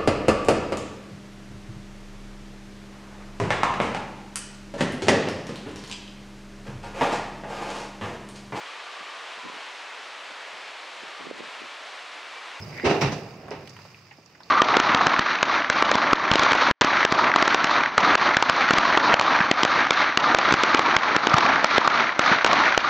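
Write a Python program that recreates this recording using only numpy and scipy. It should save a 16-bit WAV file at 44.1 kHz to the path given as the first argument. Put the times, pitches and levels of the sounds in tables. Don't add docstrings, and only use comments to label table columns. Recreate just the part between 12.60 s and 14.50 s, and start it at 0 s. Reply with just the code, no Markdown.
import sys
import numpy as np
from scipy import signal
from scipy.fft import rfft, irfft
from scipy.io import wavfile
from scipy.ndimage import uniform_filter1d

SR = 44100
rng = np.random.default_rng(int(sys.argv[2]) if len(sys.argv) > 2 else 0)


def generate_wav(sig):
    pcm = np.round(np.clip(np.atleast_2d(sig).T, -1, 1) * 32767).astype(np.int16)
    wavfile.write(sys.argv[1], SR, pcm)


N = 83790
T = np.arange(N) / SR
HZ = np.maximum(np.fft.rfftfreq(N, 1 / SR), 1)


def from_db(db):
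    return 10 ** (np.asarray(db) / 20)


def rms_one(x):
    return x / np.sqrt(np.mean(x ** 2) + 1e-20)


def over_hz(hz, values, at=HZ):
    return np.interp(np.log(at), np.log(hz), values)


def colour(points):
    return from_db(over_hz(*np.transpose(points)))


def level(points):
    return from_db(np.interp(T, *np.transpose(points)))


def evened(x, span_s):
    power = uniform_filter1d(np.mean(x ** 2, axis=0), max(int(span_s * SR), 3))
    return x / np.sqrt(power + 1e-9)


def drift(rate_hz):
    return rms_one(irfft(rfft(rng.standard_normal(N)) * np.exp(-(HZ / rate_hz) ** 2), N))


def fade(start, time_s):
    return (T >= start) * np.exp(-np.maximum(T - start, 0) / time_s)


def struck(start, rise_s, t60):
    return np.clip((T - start) / rise_s, 0, 1) * from_db(-60 * np.maximum(T - start - rise_s, 0) / t60)


def chatter(per_s, time_s, share):
    contacts = (rng.random(N) < per_s / SR) * rng.exponential(1, N)
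    pole = np.exp(-2 / (time_s * SR))
    power = signal.lfilter([1], [1, -2 * pole, pole * pole], contacts + 1e-18)
    return np.sqrt(1 - share + share * power / power.mean())


# (frequency [Hz], left minus right [dB], side level [dB])
STEREO_IMAGE = [(110, -1.5, -21.5), (370, -2, -14.5), (1280, -1.1, -6.5), (2420, -3.5, -2.5),
                (4670, -6.5, -2), (10000, -5, 1)]


def pan(hz):
    image_hz, pan_db, _ = np.transpose(STEREO_IMAGE)
    return from_db(np.array([[1], [-1]]) * over_hz(image_hz, pan_db, hz) / 2)


def noise(gains, reflection_s=0.000919):
    image_hz, _, side_db = np.transpose(STEREO_IMAGE)
    mid, diffuse = rfft(rng.standard_normal((2, N)))
    reflection = mid * np.exp(-2j * np.pi * HZ * reflection_s) / 2
    side = from_db(over_hz(image_hz, side_db)) * (reflection + diffuse / np.sqrt(2))
    return rms_one(irfft(np.array([mid + side, mid - side]) * gains * pan(HZ), N))


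# (frequency [Hz], relative level [dB])
HISS_EQ = [(300, -20), (1100, 6.5), (1600, -1), (2450, 4.5), (3300, -5), (4100, -5.5), (4850, 3),
           (5900, -5.5), (6700, -10), (10000, -26.5), (14000, -20)]
# (time [s], level [dB])
HISS_FADER = [(0, -48), (.5, -46.5), (.9, -57.5), (1.2, -52), (1.45, -55.5), (1.6, -58), (1.8, -58),
              (1.9, -53)]


def gravel_hiss():
    grit = chatter(per_s=540, time_s=0.0021, share=0.36)
    return grit * noise(colour(HISS_EQ)) * level(HISS_FADER)


def squeal(hz=4970, glide_hz=230.6, jitter_rate_hz=230.6, above_hiss_db=-14.5, flicker_db=6.5):
    pitch = hz + glide_hz * (drift(10) + drift(jitter_rate_hz) / 2)
    tone = np.sin(2 * np.pi * np.cumsum(pitch) / SR)
    flickering = rms_one(tone * from_db(flicker_db * drift(40)))
    return pan(hz) * from_db(above_hiss_db) * flickering * level(HISS_FADER)


def chirps(top_hz=7050, fall_hz_per_s=60000, length_s=.014, db=-66):
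    first_s, every_s, pair_s = .602, .1275, .023
    out = np.zeros(N)
    for pair_start in np.arange(first_s, T[-1], every_s):
        for start in (pair_start, pair_start + pair_s):
            age = np.clip(T - start, 0, length_s)
            turns = age * (top_hz - fall_hz_per_s * age / 2)
            out += np.sin(np.pi * age / length_s) * np.sin(2 * np.pi * turns)
    return from_db(db) * out


# (frequency [Hz], relative level [dB])
RUMBLE_EQ = [(50, -38), (102, 3), (122, 2), (152, 6.5), (200, -6.5), (400, -48.5)]
# (time [s], level [dB])
RUMBLE_FADER = [(0, -39.5), (.14, -43), (.2, -52), (.45, -38.5), (.82, -52), (1.1, -48.5), (1.55, -60),
                (1.9, -67)]


def rumble():
    return evened(noise(colour(RUMBLE_EQ)), span_s=0.0283) * level(RUMBLE_FADER)


# (frequency [Hz], relative level [dB])
GRIND_EQ = [(60, -4.5), (260, 0), (750, -3.5), (1500, -14.5), (2400, -13.5), (6000, -54)]
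# (time [s], level [dB])
GRIND_FADER = [(0, -43.5), (.6, -45), (.78, -46), (.98, -43), (1.12, -54.5), (1.6, -61), (1.85, -56)]


def grinding():
    return noise(colour(GRIND_EQ)) * level(GRIND_FADER)


# (time [s], length [s], pitch
# [Hz], width [Hz], level [dB])
SQUEAK_CUES = [(0.014, 0.028, 5256, 120, -42), (0.118, 0.21, 2060, 380, -40), (0.513, 0.03, 6030, 160, -44)]


def squeaks(flutter_db=3.4, flutter_hz=70):
    out = 0
    for start, length, hz, width_hz, db in SQUEAK_CUES:
        resonance = 1 / (1 + (2 * (HZ - hz) / width_hz) ** 2)
        tone = evened(noise(resonance), span_s=0.0058)
        flutter = rms_one(noise(np.exp(-(HZ / flutter_hz) ** 2))[0])
        swell = np.sqrt(np.abs(np.sin(np.pi * np.clip((T - start) / length, 0, 1))))
        out = out + tone * swell * from_db(db + flutter_db * flutter)
    return out


# (time [s], level [dB], centre [Hz], width [octaves], decay [s])
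KNOCK_CUES = [(0.198, -23.5, 1970, 0.4, 0.0012), (0.234, -21, 326, 0.3, 0.028),
              (0.243, -28.5, 88, 0.53, 0.037), (0.411, -32.5, 5590, 0.033, 0.026),
              (0.412, -52, 13600, 0.15, 0.016), (0.431, -32, 81, 0.36, 0.024),
              (0.881, -38, 716, 0.81, 0.014), (0.9076, -31.5, 5110, 0.18, 0.00051),
              (0.9115, -30, 417, 0.71, 0.013), (1.074, -39, 2460, 0.9, 0.0042),
              (1.094, -42.5, 5100, 0.3, 0.0071), (1.165, -41.5, 1520, 0.92, 0.0063),
              (1.189, -43, 1000, 0.79, 0.0086), (1.251, -44, 710, 0.86, 0.011),
              (1.345, -36.5, 2310, 0.25, 0.0016), (1.51, -44.5, 2130, 0.32, 0.015),
              (1.513, -45, 810, 0.11, 0.006), (1.583, -42.5, 360, 0.86, 0.0059),
              (1.660, -48.5, 5440, 0.24, 0.0035), (1.750, -48, 1810, 0.36, 0.0075),
              (1.8044, -41.5, 1150, 0.73, 0.006), (1.833, -43.5, 4660, 0.24, 0.0045)]


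def knocks(tail_db=-20, tail_s=0.043):
    out = 0
    for start, db, hz, octaves, decay_s in KNOCK_CUES:
        band = 1 / (1 + (np.log2(HZ / hz) / octaves) ** 2 / 2) ** 2
        body = evened(noise(band), span_s=5 / hz)
        attack = np.sin(np.pi / 2 * np.clip((T - start) * hz, 0, 1)) ** 2
        decay = fade(start, decay_s) + from_db(tail_db) * fade(start, tail_s)
        out = out + from_db(db) * body * attack * decay
    return out


# (frequency [Hz], relative level [dB])
STEEL_EQ = [(40, -32), (62, -18), (135, 3), (185, -2), (248, -9.5), (300, -1), (410, 0.5), (500, -7),
            (720, -7), (950, -11), (1550, -17), (2750, -14.5), (3250, -23), (5100, -22), (5900, -25),
            (6800, -32.5), (10000, -49), (14500, -71)]
# (centre [Hz], t60 [s])
BLOW_BANDS = [(125, 0.6), (340, 0.54), (750, 0.71), (2000, .55), (5500, 0.39)]
# (time [s], contact rise [s], ring length [x band t60],
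# thud [dB], boom [dB], clang [dB], clash [dB], sizzle [dB])
BLOW_CUES = [(0.241, 0.02, .9, -35, -23, -23.5, -25, -33),
             (0.285, 0.029, 1.05, -56, -24.5, -28, -32, -38.5),
             (0.409, 0.0089, .7, -27, -61, -25, -23.5, -29), (0.425, 0.0039, .8, -24, -42, -50, -52, -57),
             (0.514, 0.011, .9, -59, -36.5, -38.5, -42, -39.5),
             (0.912, 0.0014, .7, -47.5, -40.5, -39, -39, -51)]


def steelwork():
    centres, t60s = np.transpose(BLOW_BANDS)
    rattle = chatter(per_s=90, time_s=0.014, share=0.34)
    out = 0
    for band, solo in enumerate(np.eye(len(centres))):
        crossover = np.sqrt(over_hz(centres, solo))
        ring = evened(noise(colour(STEEL_EQ) * crossover), span_s=0.016)
        power = 0
        for start, rise, length, *band_dbs in BLOW_CUES:
            envelope = struck(start, rise + 1 / centres[band], length * t60s[band])
            power += (from_db(band_dbs[band]) * envelope) ** 2
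        out = out + ring * np.sqrt(power) * (rattle if band else 1)
    return out


# (pitch [Hz], level relative to the blow [dB], t60 [s])
PLATE_MODES = [(100.6, -10.5, 0.7), (135, -9, 0.94), (154, -1.5, 0.57), (218.8, -6.5, 1.0), (279, -1, 0.38),
               (396.5, -5.5, 0.81), (499, -11, 0.8), (544.6, -15, 0.84), (687, -6.5, 0.41),
               (768.4, -5.5, 0.37), (898, -3.5, 0.22), (1282, -11.5, 0.37), (1903, -9, 0.18)]


def plates(wander_hz=2.56):
    centres, _ = np.transpose(BLOW_BANDS)
    out = 0
    for hz, mode_db, t60 in PLATE_MODES:
        power = 0
        for start, rise, _, *band_dbs in BLOW_CUES:
            gain = from_db(mode_db + over_hz(centres, band_dbs, hz))
            power += (gain * struck(start, rise + 1 / hz, t60)) ** 2
        turns = np.cumsum(hz + wander_hz * drift(21)) / SR + rng.random()
        out = out + pan(hz) * np.sqrt(power) * np.sin(2 * np.pi * turns)
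    return out


def scene():
    machine = steelwork() + plates() + knocks() + squeaks()
    return machine + gravel_hiss() + rumble() + grinding() + squeal() + chirps()


def record(dry, low_cut_hz=56, high_cut_hz=15600):
    low_cut = signal.butter(4, low_cut_hz, "high", fs=SR, output="sos")
    high_cut = signal.ellip(10, .1, 80, high_cut_hz, fs=SR, output="sos")
    return signal.sosfilt(high_cut, signal.sosfilt(low_cut, dry))


dry = scene()
out = record(dry)
generate_wav(out)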